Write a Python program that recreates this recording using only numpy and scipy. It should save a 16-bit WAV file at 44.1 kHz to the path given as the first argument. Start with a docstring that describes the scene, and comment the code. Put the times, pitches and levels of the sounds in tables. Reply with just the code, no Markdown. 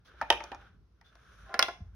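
"""A marble clacks through a maze of plastic toy bricks in two flurries: each blow rings the studded
baseplate and the brick it meets, with a bright snap. Around the blows it skids, whirrs and rattles
over the studs. A child tilts the board on a bed, so it rumbles and bumps softly on the bedding.
The quiet bedroom gives the clacks and the rattle a short tail."""
import sys
import numpy as np
from scipy import signal
from scipy.fft import rfft, irfft
from scipy.io import wavfile
from scipy.ndimage import uniform_filter1d

SR = 44100
rng = np.random.default_rng(int(sys.argv[2]) if len(sys.argv) > 2 else 0)


def persist_wave(psi):
    """Save psi, clipped to +-1, as 16-bit WAV."""
    counts = np.round(np.clip(psi, -1, 1) * 32767).astype(np.int16)
    wavfile.write(sys.argv[1], SR, np.atleast_2d(counts).T)


N = 85995
TIME_S = np.arange(N) / SR
RING_S = np.arange(8192) / SR  # time within one blow

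# blows on the walls (time [s], plate part, plate level [dB], plate centre [Hz], narrowness [dB/oct^2],
# brick level [dB], brick pitch [Hz], snap level [dB], contact cut-off [Hz],
# brick left over right [dB], brick left-right lag [ms])
CLACKS = [(0.1400, "middle", -57, 450, 11.5, -70, 2500, -99, 4000, 4.5, -0.069),
          (0.2133, "middle", -20, 1065, 10, -49, 1450, -34, 8100, -12, 0),
          (0.2226, "middle", -26.5, 955, 3, -42, 1650, -57, 4500, .5, 0.059),
          (0.3022, "middle", -12, 799, 5, -5, 3062, -15, 15300, -3.5, 0.074),
          (0.3240, "middle", -22.5, 850, -0.5, -22, 2750, -29.5, 6270, 10, 0.043),
          (0.4042, "middle", -29, 940, 4.5, -30, 2120, -44, 3940, 0, 0),
          (0.4387, "middle", -35, 694, 4, -38.5, 5740, -38, 9900, 1, -0.044),
          (0.5168, "middle", -33.5, 756, 1.5, -43, 2770, -48, 8170, -16, -0.053),
          (0.5270, "middle", -31.5, 823, 9.5, -63, 1620, -70.5, 3940, -5, 0),
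          (0.5465, "middle", -39, 749, 4, -49.5, 5720, -51, 8900, 4, 0),
          (1.0120, "middle", -56, 1313, 9, -49.5, 1920, -55, 7050, 1, 0.98),
          (1.1532, "corner", -54.5, 1016, 3.5, -59, 3420, -52, 8000, 10, -0.044),
          (1.4928, "corner", -53, 1098, -2.5, -55.5, 1900, -68.5, 3970, 5.5, 0),
          (1.541, "corner", -23, 1016, 1.5, -22.5, 1700, -30, 7260, -1.5, -0.0013),
          (1.5919, "corner", -12, 1470, 4.5, -23, 4850, -11.5, 15000, -26.5, -0.02),
          (1.6255, "corner", -19.5, 1520, 2.5, -8.5, 3384, -15, 12200, 1, -0.1),
          (1.6835, "corner", -25, 949, 5.5, -37, 1760, -34, 4060, 9, 2)]

def clack(part, plate_db, centre_hz, narrow, brick_db, brick_hz, snap_db, contact_hz, pan_db, lag_ms):
    """The marble hits a wall: plate, body and brick ring; a soft contact dulls the whole blow."""
    knock = plate(part, centre_hz, narrow) + body(centre_hz, narrow)
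    pan = amp(np.array([[.5], [-.5]]) * pan_db)
    blow = amp(plate_db) * knock + pan * amp(brick_db) * brick(brick_hz, lag_ms) + amp(snap_db) * snap()
    pole = np.exp(-2 * np.pi * contact_hz / SR)
    return signal.lfilter([1 - pole], [1, -pole], blow)


# baseplate modes by part of the maze (frequency [Hz], level [dB], t60 [s])
PLATE_MODES = {"middle": [(242, -13.5, 0.046), (312, -8, 0.044), (410.7, -11.5, 0.018), (491.7, -6, .035),
               (591, -7, 0.083), (670, -12, .05), (817, 5, 0.041), (898, -3, 0.12), (948.6, -1, 0.054),
               (1005, -11, .04), (1311, -2.5, 0.025), (1447, -6, .04), (1457, -9, 0.069),
               (1793.6, -0.5, 0.04), (2435, -6, 0.11)], "corner": [(333, -13.5, 0.11), (404, -6, 0.069),
               (637, -4.5, 0.081), (701.3, -5.5, 0.065), (786.6, -6, .09), (815, -8.5, 0.038),
               (1056.7, -1, .075), (1184, -12, 0.038), (1387, 4.5, 0.045), (1470, -1.5, 0.035),
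               (1697, -4.5, 0.066), (2010, -7, 0.025), (2105, -6, .075), (2650, -9, .05)]}
PLATE_RISE_S, ONE_RADIAN_APART_HZ = 0.00077, 2400

def plate(part, centre_hz, narrow):
    """Hollow ring of one part of the baseplate."""
    rows = favoured(PLATE_MODES[part], centre_hz, narrow)
    return modes(rows, PLATE_RISE_S, lambda hz: (hz / ONE_RADIAN_APART_HZ) ** 2)


# spectrum of the assembly (frequency [Hz], relative density [dB])
BODY_SPECTRUM = [(100, -18.5), (220, -13.5), (400, -5), (800, -6), (1600, -9.5), (2400, -11.5),
                 (4000, -14.5), (8000, -35), (16000, -47)]
# its stereo image (frequency [Hz], left-right correlation)
BODY_STEREO = [(300, 1), (800, .92), (1600, .7), (3000, .2), (8000, 0)]
BODY_DB = -5

def body(centre_hz, narrow):
    """Dense, quickly damped modes of the whole assembly, as a noise burst."""
    dense = noise(favoured(BODY_SPECTRUM, centre_hz, narrow), BODY_STEREO, len(RING_S))
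    return amp(BODY_DB) * dense * ring(PLATE_RISE_S, t60_s=0.044)


# brick modes (ratio to pitch, level [dB], t60 [s])
BRICK_MODES = [(.61, -8, .025), (.8, -10.5, .018), (0.872, -10, .025), (.94, -13.5, .015),
               (0.999, 0.5, .017), (1.069, -9, .022), (1.142, -8, .016), (1.228, -6, .014),
               (1.761, -24, .025), (1.88, -29.5, .03)]

def brick(pitch_hz, lag_ms):
    """Short ring of the struck brick."""
    rows = [(ratio * pitch_hz, db, t60_s) for ratio, db, t60_s in BRICK_MODES]
    return modes(rows, rise_s=0.00025, apart_rad=lambda hz: 2 * np.pi * hz * lag_ms / 1000)


# snap spectrum (frequency [Hz], relative density [dB])
SNAP_SPECTRUM = [(500, -14.5), (2000, -6), (3800, -1.5), (5400, 8.5), (6500, -3), (7600, -20.5),
                 (9000, -2.5), (10000, -6), (12000, -11.5), (14000, -20.5), (15600, -11.5), (16400, -18),
                 (17000, -29.5)]
# its stereo image (frequency [Hz], left-right correlation)
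SNAP_STEREO = [(1000, 0.43), (3000, .2), (5500, .4), (9000, -0.37), (15000, 0.22)]

def snap():
    """Bright noise burst at contact."""
    return noise(SNAP_SPECTRUM, SNAP_STEREO, len(RING_S)) * ring(rise_s=.0009, t60_s=0.016)


# rattle envelope (time [s], level [dB])
RATTLE_LEVEL = [(1.42, -88), (1.485, -57.5), (1.497, -48.5), (1.535, -51), (1.58, -54), (1.62, -100)]

def rattle():
    """Stud impacts ring the plate as the marble gathers speed."""
    response = plate("corner", centre_hz=750, narrow=4)
    drive = unit(studs()) + 1.3 * rng.standard_normal(N)
    return level(RATTLE_LEVEL) * unit(signal.fftconvolve(drive[None], response, axes=1)[:, :N])


# whirr envelope (time [s], level [dB])
ROLL_LEVEL = [(0, -77.5), (.045, -85.5), (.08, -65), (.2, -59), (.45, -54.5), (.68, -65), (.76, -79),
              (.9, -104), (.99, -79), (1.06, -69), (1.25, -64), (1.42, -61), (1.6, -57.5), (1.75, -76),
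              (1.83, -80.5), (1.95, -74)]
# whirr spectrum (frequency [Hz], relative density [dB])
ROLL_SPECTRUM = [(150, -33), (300, -9.5), (540, -7), (900, -15.5), (1150, -4), (1400, 1.5), (1620, -0.5),
                 (1900, -12), (2700, -14.5), (3500, -13), (4600, -24.5), (5700, -22), (6700, -31.5),
                 (7500, -43), (10000, -37), (12000, -39.5), (16000, -62)]
# its stereo image (frequency [Hz], left-right correlation)
ROLL_STEREO = [(300, 0.56), (800, 0), (1600, 1), (3000, 0), (16000, 0.41)]
# rolling treble, growing with speed (time [s], level [dB])
FIZZ_LEVEL = [(0, -100), (.1, -102), (.5, -83.5), (.65, -100), (1.05, -93), (1.25, -78), (1.42, -74),
              (1.52, -81), (1.7, -90)]
# its spectrum (frequency [Hz], relative density [dB])
FIZZ_SPECTRUM = [(2000, -27.5), (4000, -7), (5000, -2), (5800, 5.5), (6700, -2), (7600, -21.5),
                 (9500, -4.5), (12000, -10.5), (13500, -21.5), (16000, -29.5)]
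TICKS_DB, SWELL_DB, SWELL_S = -11, 1.5, 0.041

def rolling():
    """Hissy whirr with fine ticks, swelling and sinking from stud to stud."""
    ticks = colour(np.array([studs(), studs()]), ROLL_SPECTRUM, ROLL_STEREO)
    swell = unit(uniform_filter1d(rng.standard_normal(N), round(SWELL_S * SR)))
    whirr = level(ROLL_LEVEL) * (noise(ROLL_SPECTRUM, ROLL_STEREO, N) + amp(TICKS_DB) * ticks)
    fizz = level(FIZZ_LEVEL) * noise(FIZZ_SPECTRUM, ROLL_STEREO, N)
    return amp(SWELL_DB * swell) * (whirr + fizz)


def studs(rate_per_s=89, spread_db=3.5):
    """Random small impacts of the marble on the studs."""
    hits = rng.random(N) < rate_per_s / SR
    strength = amp(spread_db * np.minimum(rng.exponential(1, N), 3))
    return hits * strength * rng.choice([-1, 1], N)


# skids (time [s], length [s], hiss level [dB], squeak level [dB], squeak pitch [Hz])
SKIDS = [(0.046, 0.067, -65, -72, 3330), (1.042, 0.078, -71, -68, 3510)]
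# skid hiss (frequency [Hz], relative density [dB])
SKID_SPECTRUM = [(800, -6.5), (2500, -8), (3600, -4.5), (6200, -10), (7500, -32), (10000, -20),
                 (12500, -27), (15000, -27)]
SQUEAK_SKIRT_HZ = 220

def skids():
    """The marble rubs on plastic as it starts to move: hiss and a faint squeak."""
    out = np.zeros((2, N))
    for start_s, length_s, hiss_db, squeak_db, hz in SKIDS:
        size = round(length_s * SR)
        peak = [(hz / 2, -60), (hz - SQUEAK_SKIRT_HZ, -15), (hz, 0),
                (hz + SQUEAK_SKIRT_HZ, -15), (2 * hz, -60)]
        hiss = amp(hiss_db) * noise(SKID_SPECTRUM, ROLL_STEREO, size)
        squeak = amp(squeak_db) * noise(peak, ROLL_STEREO, size)
        arch = np.sin(np.pi * np.linspace(0, 1, size) ** 0.63)
        add(out, start_s, (hiss + squeak) * arch)
    return out


# rumble envelope (time [s], level [dB])
RUMBLE_LEVEL = [(0, -65), (.15, -61.5), (.25, -53), (.38, -58.5), (.5, -59), (.58, -56.5), (.7, -56),
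                (.81, -53), (.87, -66), (1, -66.5), (1.1, -67.5), (1.27, -61), (1.38, -59.5), (1.45, -53),
                (1.53, -65), (1.75, -58.5), (1.95, -53.5)]
# rumble spectrum (frequency [Hz], relative density [dB])
RUMBLE_SPECTRUM = [(20, -46.5), (36, -24.5), (55, 5.5), (75, -6.5), (110, -11.5), (180, -16.5),
                   (400, -35.5), (1500, -72)]
# stereo image of rumble and air (frequency [Hz], left-right correlation)
LOW_STEREO = [(30, 1), (150, .92), (500, .4), (3000, .1)]
# bumps on the bed (time [s], level [dB], pitch [Hz], t60 [s])
BUMPS = [(1.804, -38, 180.7, 0.079), (1.816, -29, 82.8, 0.093), (1.864, -37.5, 87, 0.084),
         (1.916, -51, 80.3, 0.36)]
BUMP_RISE_S = 0.0044

def handling():
    """The tilted board rumbles and bumps softly on the bedding."""
    out = level(RUMBLE_LEVEL) * noise(RUMBLE_SPECTRUM, LOW_STEREO, N)
    for start_s, db, hz, t60_s in BUMPS:
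        add(out, start_s, -amp(db) * ring(BUMP_RISE_S, t60_s) * np.sin(2 * np.pi * hz * RING_S))
    return out


# early reflections (delay [s], left gain, right gain)
ECHOES = [(.0031, .12, 0.11), (.0087, .27, 0.16), (.0128, .13, .11), (.0172, .1, .08), (.0228, 0.057, 0.13)]
# tail decay (frequency [Hz], t60 [s])
TAIL_T60 = [(150, .45), (400, 0.3), (800, 0.38), (1500, 0.35), (3000, 0.29), (4800, 0.3), (6500, 0.38),
            (11000, 0.25), (15000, 0.25)]
# tail spectrum before decay (frequency [Hz], relative density [dB])
TAIL_SPECTRUM = [(150, 3), (400, 2), (700, 0), (1500, -5.5), (2400, 5), (3200, -1), (5000, -5), (6200, -4),
                 (7800, -10), (10000, -3.5), (12300, 0.5), (14000, -16), (16000, 3.5)]
# its stereo image (frequency [Hz], left-right correlation)
TAIL_STEREO = [(100, 1), (400, .9), (800, 0.71), (1400, .4), (2400, 0), (16000, -.1)]
ECHO_CUTOFF_HZ, TAIL_DB, TAIL_RISE_S = 2600, -9, 0.0072

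def room(x):
    """Direct sound, dulled reflections from close by, then a diffuse tail."""
    out = x.copy()
    dull = signal.lfilter(*signal.butter(1, ECHO_CUTOFF_HZ, fs=SR), x)
    for delay_s, left, right in ECHOES:
        add(out, delay_s, dull * [[left], [right]])
    hz, t, bands = signal.stft(noise(TAIL_SPECTRUM, TAIL_STEREO, SR), SR, nperseg=256)
    decay = np.exp(-np.log(1000) * t / read(TAIL_T60, hz)[:, None])
    tail = signal.istft(bands * decay, SR, nperseg=256)[1][:, :SR]
    onset = 1 - np.exp(-(TIME_S[:SR] / TAIL_RISE_S) ** 2)
    tail = unit(tail * onset) / np.sqrt(2 * SR)
    return out + amp(TAIL_DB) * signal.fftconvolve(x, tail, axes=1)[:, :N]


# room tone (frequency [Hz], relative density [dB])
AIR_SPECTRUM = [(20, -29), (35, -18), (55, -10), (90, -4), (230, -21.5), (440, -17.5), (600, -29.5),
                (1300, -28), (2100, -36.5), (5600, -39.5), (7300, -56.5), (10700, -53.5), (16000, -60.5)]
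AIR_DB = -71

def still_air():
    """Faint, steady hush of the bedroom."""
    return amp(AIR_DB) * noise(AIR_SPECTRUM, LOW_STEREO, N)


def favoured(rows, centre_hz, narrow):
    """The struck spot weakens modes far from its centre pitch; narrow is in dB/oct^2."""
    return [(hz, db - narrow * min(np.log2(hz / centre_hz) ** 2, 3), *rest) for hz, db, *rest in rows]


def modes(rows, rise_s, apart_rad):
    """Decaying sines of alternating sign; apart_rad(hz) is the phase between left and right."""
    out = 0
    for k, (hz, db, t60_s) in enumerate(rows):
        phase = 2 * np.pi * hz * RING_S + np.array([[-.5], [.5]]) * apart_rad(hz)
        out = out + (-1) ** k * amp(db) * ring(rise_s, t60_s) * np.sin(phase)
    return out / np.sqrt(sum(amp(db) ** 2 for _, db, _ in rows))


def ring(rise_s, t60_s):
    """Quick rise, exponential decay."""
    return (1 - np.exp(-RING_S / rise_s)) * np.exp(-np.log(1000) * RING_S / t60_s)


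def noise(spectrum, stereo, size):
    """Coloured stereo noise, rms 1."""
    return colour(rng.standard_normal((2, size)), spectrum, stereo)


def colour(x, spectrum, stereo):
    """Gives two independent channels a spectrum and a correlation, rms 1."""
    hz, bins = np.fft.rfftfreq(x.shape[1], 1 / SR), rfft(x)
    correlation = np.clip(read(stereo, hz), -1, 1)
    mid, side = bins[0] * np.sqrt(1 + correlation), bins[1] * np.sqrt(1 - correlation)
    shaped = np.array([mid + side, mid - side]) * amp(read(spectrum, hz))
    return unit(irfft(shaped, x.shape[1]))


def read(points, hz):
    """Table lookup on a log-frequency axis."""
    knots_hz, values = np.transpose(points)
    return np.interp(np.log(hz + 1), np.log(knots_hz + 1), values)


def level(points):
    """Gain over time from a dB curve."""
    return amp(np.interp(TIME_S, *np.transpose(points)))


def amp(db):
    """Decibels to gain."""
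    return 10 ** (np.asarray(db) / 20)


def unit(x):
    """Scales to rms 1."""
    return x / np.sqrt(np.mean(x ** 2) + 1e-20)


def add(mix, start_s, sound):
    """Mixes a sound in, in place."""
    part = mix[:, round(start_s * SR):][:, :sound.shape[-1]]
    part += sound[..., :part.shape[1]]


def scene():
    """Clacks and rattle in the room, over rolling, skids, handling and still air."""
    board = rattle()
    for start_s, *blow in CLACKS:
        add(board, start_s, clack(*blow))
    return room(board) + rolling() + skids() + handling() + still_air()


def record(dry):
    """Steep low-pass on the top treble."""
    lowpass = signal.firwin(511, cutoff=16400, window=("kaiser", 9), fs=SR)
    return signal.oaconvolve(dry, lowpass[None], "same")


dry = scene()
out = record(dry)
persist_wave(out)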